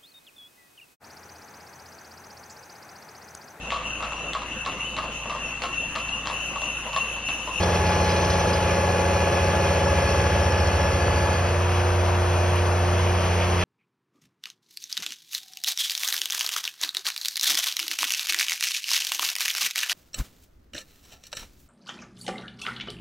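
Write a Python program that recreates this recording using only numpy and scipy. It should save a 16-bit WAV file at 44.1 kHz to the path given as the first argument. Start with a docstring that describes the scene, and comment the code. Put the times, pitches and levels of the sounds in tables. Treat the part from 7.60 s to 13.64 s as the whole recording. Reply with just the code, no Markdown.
"""A three-cylinder diesel mower pushes a snowblower along a driveway, some way off.
At first icy lumps clink on the auger, while exhaust, fan, gears and hydraulic pump hum and whine
over the diesel's clatter and the hiss and squeal of snow. Near 3 s a deep drift fills the impeller,
whose blade note beats against the exhaust. By about 4 s the load drops, the whine dies away and the
engine picks up. At the very end the wheels begin to push again."""
import sys
import numpy as np
from scipy import signal
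from scipy.fft import rfft, irfft
from scipy.io import wavfile
from scipy.ndimage import uniform_filter1d

SR = 44100
rng = np.random.default_rng(int(sys.argv[2]) if len(sys.argv) > 2 else 0)


def transcribe(signal):
    """Save signal, clipped to [-1, 1], as a 16-bit WAV file at the path in sys.argv[1]."""
    frames = np.atleast_2d(signal).T
    limited = np.clip(frames, -1, 1)
    pcm = np.round(limited * 32767).astype(np.int16)
    wavfile.write(sys.argv[1], SR, pcm)


N = 266364
TIME = np.arange(N) / SR
FREQ = np.maximum(np.arange(N // 2 + 1) * SR / N, 1)

# engine speed: (time [s], firing rate [Hz])
FIRING_RATE = [(0, 87.46), (1.8, 87.57), (2.6, 87.74), (2.95, 88), (3.65, 87.91), (4.15, 88.98),
               (5.1, 89.07), (6.03, 88.63)]
# second harmonic of the exhaust: (time [s], level [dB])
EXHAUST_OCTAVE = [(0, -32), (1.3, -33), (2.5, -35.5), (3.2, -38), (4.2, -41), (5.15, -40.5), (5.7, -34.5),
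                  (6.03, -32)]
# partials of engine, gear train, fan and blower gearbox:
# (order [per four-stroke cycle], loaded level [dB], free level [dB])
ENGINE_ORDERS = [(2, -56, -45), (4, -44, -46), (5, -47.5, -44.5), (7, -46, -53), (9, -46, -51),
                 (11, -58, -69), (13, -50, -66), (14, -55, -57), (15, -42, -46), (16, -49.5, -39),
                 (17, -47, -73), (18, -38, -46), (20, -42, -45), (21, -43, -45), (22, -41.5, -41.5),
                 (23, -46, -51), (24, -50.5, -55), (25, -47, -52), (28, -47, -49), (30, -57, -51),
                 (32, -47, -45.5), (33, -54, -51), (41, -49.5, -56)]
TIMING_ORDERS = [(69.76, -49.5, -52.5), (83.7, -46.5, -54), (86, -48, -52), (86.1, -50, -59),
                 (90.5, -51, -72)]
# (order [per fan or impeller turn], loaded level [dB], free level [dB])
FAN_ORDERS = [(2, -55, -47), (3, -45, -44.5), (4, -54, -56), (5, -40.5, -33), (7, -39.5, -40.5),
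              (8, -57, -47.5), (9, -48, -52), (10, -43.5, -45), (11, -45.5, -56), (16, -44.5, -48.5)]
GEARBOX_ORDERS = [(7, -45, -54), (11, -47, -67), (12, -48.5, -62), (15, -51.5, -64), (18, -44.5, -70),
                  (19, -46.5, -71), (20, -42.5, -62), (21, -42.5, -67), (22, -39.5, -70), (23, -45, -47),
                  (25, -42, -54), (26, -44, -61), (27, -43, -60), (60, -46.5, -56)]
# partials of the four-bladed impeller: (order [per turn], relative level [dB])
BLADE_ORDERS = [(2, -29), (4, 1.5), (6, -8.5), (8, -9), (10, -12), (12, -21.5), (16, -19)]
# noise spectra: (frequency [Hz], relative density [dB])
RUMBLE_SPECTRUM = [(20, -27), (38, -15), (55, -1.5), (80, -2.5), (115, -4.5), (165, -13.5), (260, -15.5),
                   (400, -33)]
ROAR_SPECTRUM = [(150, -21), (290, -12), (380, -4), (480, 0.5), (700, 0), (900, 0), (1150, -2),
                 (1450, -4.5), (1750, -6), (2300, -26)]
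CLATTER_SPECTRUM = [(1300, -18), (1900, -2), (2150, 0), (2550, -0.5), (2900, -1.5), (3100, -5), (3350, -3),
                    (3600, -13.5), (4000, -14), (4750, -12), (5100, -11), (5500, -12), (6200, -15),
                    (6700, -33)]
HISS_SPECTRUM = [(3000, -14), (3800, -1), (4400, 4.5), (4750, -3.5), (5150, 1), (5900, 3.5), (6200, 1),
                 (6600, 3), (7000, -69), (9000, -0.5), (10500, -5), (12000, -13.5), (12900, -21.5)]
# resonances of the steel parts: (frequency [Hz], bandwidth [Hz], relative level [dB])
CHUTE_MODES = [(4230, 74, -8), (4570, 69, 7.5), (5430, 26, 0), (5860, 85, 8)]
AUGER_MODES = [(3400, 26, -1), (3900, 49, -5.5), (4310, 69, 1), (4975, 41, -0.5), (5470, 44, -2),
               (5700, 80, -12), (6120, 100, -4.5)]
HOUSING_MODES = [(2450, 22, 3), (2508, 35, -1), (2636, 36, 3), (2834, 63, -1)]
COVER_MODES = [(1782, 22, -8), (1934, 27, 0), (2480, 33, 2.5), (2575, 41, -4), (2645, 67, 2),
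               (2890, 88, -3), (3310, 42, -5)]
# icy lumps hit the auger: (time [s], peak level [dB], favoured frequency [Hz])
LUMP_HITS = [(0.0262, -23.5, 4300), (0.152, -25, 4970), (0.263, -29, 5700), (0.285, -29, 4970),
             (0.314, -27, 4440), (0.36, -35, 5680), (0.4055, -30, 5570), (0.445, -28, 5900),
             (0.4918, -26, 4930), (0.5177, -24, 4970), (0.562, -26, 4330), (0.6165, -34, 6100),
             (0.6464, -26, 4950), (0.701, -23.5, 5200), (0.7337, -24, 5020), (0.931, -25.5, 4980)]
# grit hits the steel: (time [s], level [dB])
GRIT_HITS = [(1.573, -40), (4.958, -33)]
# packed snow rubs the chute: (start [s], stop [s], frequency [Hz], level [dB])
CLUMP_RUBS = [(0, .6, 5730, -46), (0, 1.75, 4230, -50), (.55, .9, 6050, -44.5), (.6, 1.3, 5430, -50),
              (1.05, 2.1, 5680, -48), (1.8, 2.7, 4380, -49.5), (2.05, 3.37, 5430, -46),
              (2.8, 3.03, 5430, -47), (2.9, 3.2, 4430, -47), (3.3, 3.95, 4580, -48)]
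# brief rattles of the covers: (time [s], rise in level [dB])
COVER_RATTLES = [(.15, 9), (.5, 4), (.58, 1), (1.94, 4), (2.04, 2), (2.84, 1), (3.55, 4), (3.89, 6),
                 (4.55, 3), (4.97, 5.5), (5.82, 7), (6.02, 9)]
# the wheels push: (start [s], stop [s])
WHEEL_PUSHES = [(-.5, 3.63), (5.95, 6.5)]
# level difference of the two microphone ports: (frequency [Hz], left minus right [dB])
STEREO_BALANCE = [(60, 0), (200, -1.5), (350, -3), (620, 0), (830, 2.5), (1020, 9), (1200, 3.5), (1500, 4),
                  (1680, 5.5), (1850, 0), (2900, -1), (5300, 1), (7000, -0.5)]
# their phase difference: (frequency [Hz], left lead [rad])
STEREO_LEAD = [(400, 0), (780, 0.66), (1120, 0.1), (1720, -0.63), (3270, 1.07), (4500, 1.3), (5000, 0.5),
               (5500, 0.84), (6200, 0.95), (6950, 3), (8500, 3.5), (10000, 5.5), (12200, 7.5), (13200, 24)]
# scattered sound at the ports: (frequency [Hz], level relative to direct sound [dB])
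STEREO_SCATTER = [(100, -30.5), (500, -18.5), (1050, -7), (2200, -19.5), (3400, -5), (5500, -23),
                  (12000, -58)]

FAN_RATIO, IMPELLER_RATIO, PUMP_RATIO = 2.41, .6278, 29.105  # turns or piston strokes per engine cycle
FREE_HZ, DROOP_HZ = 89.04, 1.34  # firing rate running free; governor droop at full load
# base levels, running free and at full load
FIRING_DB, MESH_DB, HISS_DB = (-22.5, -27.5), (-51.5, -29.5), (-44.5, -40.5)
RUMBLE_DB, ROAR_DB, CLATTER_DB = (-39, -33.5), (-29.5, -29), (-37, -36)


def undb(db):
    """Decibels to amplitude ratio."""
    return 10 ** (np.asarray(db) / 20)


def unit(x):
    """Normalisation to rms 1."""
    return x / np.std(x)


def over_time(points):
    """Linear interpolation in time."""
    return np.interp(TIME, *np.transpose(points))


def across(points):
    """Interpolation on a log-frequency axis."""
    hz, value = np.transpose(points)
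    return np.interp(np.log(FREQ), np.log(hz), value)


def by_load(levels_db, load):
    """Interpolation between a free and a loaded level."""
    free, loaded = levels_db
    return free + load * (loaded - free)


def noise():
    """White Gaussian noise."""
    return rng.standard_normal(N)


def walk(rate_hz, count=2048):
    """Random modulation: smoothed values drawn rate_hz times a second; rms 1."""
    steps = np.interp(TIME * rate_hz, np.arange(count), rng.standard_normal(count))
    return unit(uniform_filter1d(steps, max(int(SR / rate_hz / 2), 1)))


def colour(x, points):
    """Spectral shaping, with a roll-off beyond the end points; rms 1."""
    inside = np.clip(np.minimum(FREQ / points[0][0], points[-1][0] / FREQ), 0, 1)
    return unit(irfft(rfft(x) * undb(across(points)) * inside ** 2, N))


def ring(x, modes):
    """Forced vibration: x drives a sum of damped resonances."""
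    response = sum(undb(db) / (1 + 2j * (FREQ - hz) / width) for hz, width, db in modes)
    return irfft(rfft(x) * response, N)


def tone(turns, db, rough):
    """A sinusoid with random amplitude and phase modulation of depth rough."""
    angle = 2 * np.pi * (turns + rng.random()) + rough * walk(14)
    return np.sqrt(2) * undb(db) * (1 + rough * walk(14)) * np.sin(angle)


def partials(turns, orders, load, rough):
    """Harmonics of a rotation: orders are rounded to whole numbers, and load sets each level."""
    return sum(tone(np.round(order) * turns, by_load((free, loaded), load), rough)
               for order, loaded, free in orders)


def knocks(cycle, repeat, depth, count=1500):
    """Cyclostationary noise: it swells at each of three firings and partly repeats every cycle."""
    pattern = np.interp(cycle % 1 * count, np.arange(count), rng.standard_normal(count))
    since_firing = cycle * 3 % 1
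    return (noise() + repeat * unit(pattern)) * (1 + depth * np.exp(-since_firing / 0.14))


def powder():
    """Flow noise: fine powder blows through the chute at any load."""
    spectrum = [(4200, 1.5), (5500, 1.5), (6500, -3), (7000, -33), (9000, 1.5), (12500, -9)]
    return colour(noise(), spectrum) * undb(-53.5 + walk(12))


def plume(hiss_db):
    """An extended source: the cloud of thrown snow hisses in antiphase at the two ports."""
    fizz = colour(noise(), [(1500, -4), (3200, -9), (4500, -40), (6200, 17), (9500, -0.5)])
    return np.array([[1], [-1]]) * fizz * undb(hiss_db - 2.5)


def grit(decay_s=.002):
    """Brief impacts have broad spectra: two bits of grit tick on the steel."""
    snap = sum(undb(db) * (TIME >= s) * np.exp(-np.abs(TIME - s) / decay_s) for s, db in GRIT_HITS)
    return colour(noise(), [(6000, 0), (13000, 0)]) * snap


def squeals(wander=.006, edge_s=0.1, flutter_db=2.3):
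    """Friction excites narrow bands of noise: each clump rubs the chute at its own wavering pitch."""
    warped_time = np.cumsum(1 + wander * walk(25)) / SR
    out = 0
    for start, stop, hz, db in CLUMP_RUBS:
        hold = np.clip(.5 + np.minimum(TIME - start, stop - TIME) / edge_s, 0, 1)
        angle = 2 * np.pi * hz * warped_time
        out = out + undb(db) * hold * (walk(260) * np.cos(angle) + walk(260) * np.sin(angle))
    return out * undb(flutter_db * walk(35))


def housing(load):
    """Structure-borne sound: loaded gears make the blower's steel housing rasp unevenly."""
    shake = colour(noise(), [(2300, 0), (3000, 0)]) * undb(2 * walk(24.6))
    return unit(ring(shake, HOUSING_MODES)) * load * undb(-44.5)


def covers(cycle, rattle_db):
    """Panel resonance: the knocks ring the sheet-metal covers, harder in short rattles."""
    shake = colour(knocks(cycle, repeat=0.37, depth=0.5), [(1600, 0), (3400, 0)]) * undb(1.4 * walk(18))
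    return unit(ring(shake, COVER_MODES)) * undb(-43.5 + rattle_db)


def clink(peak_db, hz, contact_s=0.007, focus_db_per_khz=4.5, size=4096):
    """Modal impact: a lump grinds briefly on the auger; where it hits favours the modes near hz."""
    age = TIME[:size]
    steel = 0
    for mode_hz, width, db in AUGER_MODES:
        gain = undb(db - focus_db_per_khz * abs(mode_hz - hz) / 1000)
        steel = steel + gain * np.exp(-np.pi * width * age) * np.sin(2 * np.pi * mode_hz * age)
    contact = rng.standard_normal(size) * np.exp(-age / contact_s)
    hit = signal.fftconvolve(contact, steel)[:size]
    return hit / np.max(np.abs(hit)) * undb(peak_db)


def auger(ice_end_s=1.2, fade_s=0.26):
    """Impact excitation: lumps clink one by one; crumbs keep the steel ringing until the ice ends."""
    crumbs = undb(-46.5 + 4.4 * walk(90.5)) * np.clip((ice_end_s - TIME) / fade_s, 0, 1)
    grind = colour(noise(), [(3200, 0), (6300, 0.0046)])
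    out = ring(grind * crumbs, AUGER_MODES) / np.std(ring(grind, AUGER_MODES))
    for s, db, hz in LUMP_HITS:
        hit, start = clink(db, hz), int(s * SR)
        out[start:start + len(hit)] += hit
    return out


def snow(turns, scrape_share):
    """Incoherent sources add in power: grains hiss while clumps scrape the chute and ring it."""
    spray = colour(noise() * undb(1.7 * walk(500)), HISS_SPECTRUM) * undb(.5 * walk(25))
    clumps = undb(2.6 * walk(45)) * (1 + 0.14 * np.cos(2 * np.pi * turns))
    scrape = unit(ring(noise() * clumps, CHUTE_MODES))
    return (spray + scrape_share * scrape) / np.sqrt(1 + scrape_share ** 2)


def rumble(load):
    """Low-frequency noise that grows with load."""
    return colour(noise(), RUMBLE_SPECTRUM) * undb(by_load(RUMBLE_DB, load))


def clatter(cycle, load, octave_db, rattle_db):
    """Combustion noise: the treble of the knocks follows the exhaust's octave and the rattles."""
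    level_db = by_load(CLATTER_DB, load) + 0.22 * (octave_db - np.mean(octave_db)) + .3 * rattle_db
    knocking = colour(knocks(cycle, repeat=0.34, depth=0.35), CLATTER_SPECTRUM)
    return knocking * undb(level_db + 0.98 * walk(30))


def roar(cycle, turns, load):
    """Amplitude modulation: under load each blade and each impeller turn chop the midrange roar."""
    steady = colour(knocks(cycle, repeat=.45 - 0.21 * load, depth=0.31), ROAR_SPECTRUM)
    chop = 0.2 * np.cos(8 * np.pi * turns) + 0.19 * np.cos(2 * np.pi * turns)
    return steady * undb(by_load(ROAR_DB, load)) * (1 + load * chop)


def pump(cycle, fill, attack_s=0.21, release_s=0.39, coast_db=-22, fade_db_per_s=0.7):
    """Pressure ripple: hydraulic pistons whine as the wheels push and fall quiet as they coast."""
    push = sum(np.clip(np.minimum((TIME - start) / attack_s, 1 - (TIME - stop) / release_s), 0, 1)
               for start, stop in WHEEL_PUSHES)
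    pressure_db = 20 * np.log10(np.maximum(push, undb(coast_db)))
    whine_db = -31.6 + pressure_db - fade_db_per_s * TIME + 0.86 * walk(5.2)  # the mower moves off
    octave_db = -38.5 + pressure_db + 0.5 * fill  # deep snow brightens the whine
    pistons = PUMP_RATIO * cycle
    return tone(pistons, whine_db, rough=.04) + tone(2 * pistons, octave_db, rough=0.046)


def snow_fill(load, drift_s=3.07, half_width_s=0.76):
    """Impeller loading (1 = well filled): an even layer of snow and one passing drift."""
    drift = np.exp(-((TIME - drift_s) / half_width_s) ** 2)
    return 0.17 + load * (0.35 + drift)


def impeller(turns, fill):
    """Blade-passing tones: four blades slap the snow, with amplitude proportional to the fill."""
    blade_db = -30.5 + 20 * np.log10(fill)
    return sum(tone(order * turns, blade_db + db, rough=0.09) for order, db in BLADE_ORDERS)


def gearbox(turns, load, fill, bite_s=0.85, throb=.8):
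    """Gear meshing: the drone builds as the auger bites in; its third harmonic whistles in deep snow."""
    mesh_db = by_load(MESH_DB, load) - 8.5 * np.exp(-TIME / bite_s) + 0.2 * fill
    angle, teeth = 2 * np.pi * turns, 30 * turns
    # an off-centre gear bites harder and runs faster once a turn
    mesh = tone(teeth + 0.068 * np.sin(angle), mesh_db, rough=0.067) * (1 + throb * np.cos(angle))
    bite = ((1 + np.cos(angle)) / 2) ** 2
    growl = unit(ring(noise(), [(555, 67, 0)])) * bite * undb(mesh_db - 10)
    whistle = tone(3 * teeth, -42.5, rough=0.15) * fill
    return mesh + growl + whistle + partials(turns, GEARBOX_ORDERS, load, rough=0.09)


def engine(cycle, load, fill, octave_db):
    """Periodic sources: three exhaust pulses a cycle, uneven cylinders, gear train and cooling fan."""
    firing = 3 * cycle
    firing_db = by_load(FIRING_DB, load) + 0.9 * fill  # it fires harder in deep snow
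    exhaust = tone(firing, firing_db, rough=0.025) + tone(2 * firing, octave_db, rough=0.091)
    cylinders = partials(cycle, ENGINE_ORDERS, load, rough=0.21)
    gear_train = partials(cycle, TIMING_ORDERS, load, rough=0.58)
    fan = partials(FAN_RATIO * cycle, FAN_ORDERS, load, rough=0.13)
    return exhaust + cylinders + gear_train + fan


def ports(x, scatter_s=0.044, edge_s=.004):
    """Level and phase differences between two ports, plus scattering from ground and houses."""
    tail = noise() * np.exp(-TIME / scatter_s)
    scatter = rfft(tail) / np.sqrt(np.sum(tail ** 2)) * undb(across(STEREO_SCATTER))
    sides = np.array([[1], [-1]])
    gain = undb(sides * across(STEREO_BALANCE) / 2)
    lead = np.exp(.5j * sides * across(STEREO_LEAD))
    edges = np.clip(np.minimum(TIME, TIME[-1] - TIME) / edge_s, 0, 1)
    return irfft(rfft(x * edges) * (1 + sides * scatter) * lead * gain / np.mean(gain, axis=0), N)


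def scene():
    """Superposition: all shafts are geared to the crank, whose droop in speed gives the load."""
    firing_hz, octave_db = over_time(FIRING_RATE), over_time(EXHAUST_OCTAVE)
    load = np.clip((FREE_HZ - firing_hz) / DROOP_HZ, 0, 1)
    fill = snow_fill(load)
    cycle = np.cumsum(firing_hz * (1 + .0005 * walk(12))) / SR / 3  # four-stroke cycles elapsed
    turns = IMPELLER_RATIO * (cycle - np.interp(.036, TIME, cycle))  # first throb at 0.036 s
    rattle_db = sum(db * np.exp(-((TIME - s) / 0.03) ** 2) for s, db in COVER_RATTLES)
    hiss_db = by_load(HISS_DB, load)
    mix = engine(cycle, load, fill, octave_db) + impeller(turns, fill)
    mix += gearbox(turns, load, fill) + pump(cycle, fill)
    mix += rumble(load) + roar(cycle, turns, load) + clatter(cycle, load, octave_db, rattle_db)
    mix += snow(turns, scrape_share=0.29 * fill) * undb(hiss_db)
    mix += powder() + grit() + auger() + squeals() + housing(load) + covers(cycle, rattle_db)
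    return ports(mix) + plume(hiss_db)


def record(dry, top_hz=12900):
    """Band limiting: a steep low-pass filter removes the highest treble."""
    return signal.sosfilt(signal.ellip(8, .2, 70, top_hz, fs=SR, output="sos"), dry)


dry = scene()
out = record(dry)
transcribe(out)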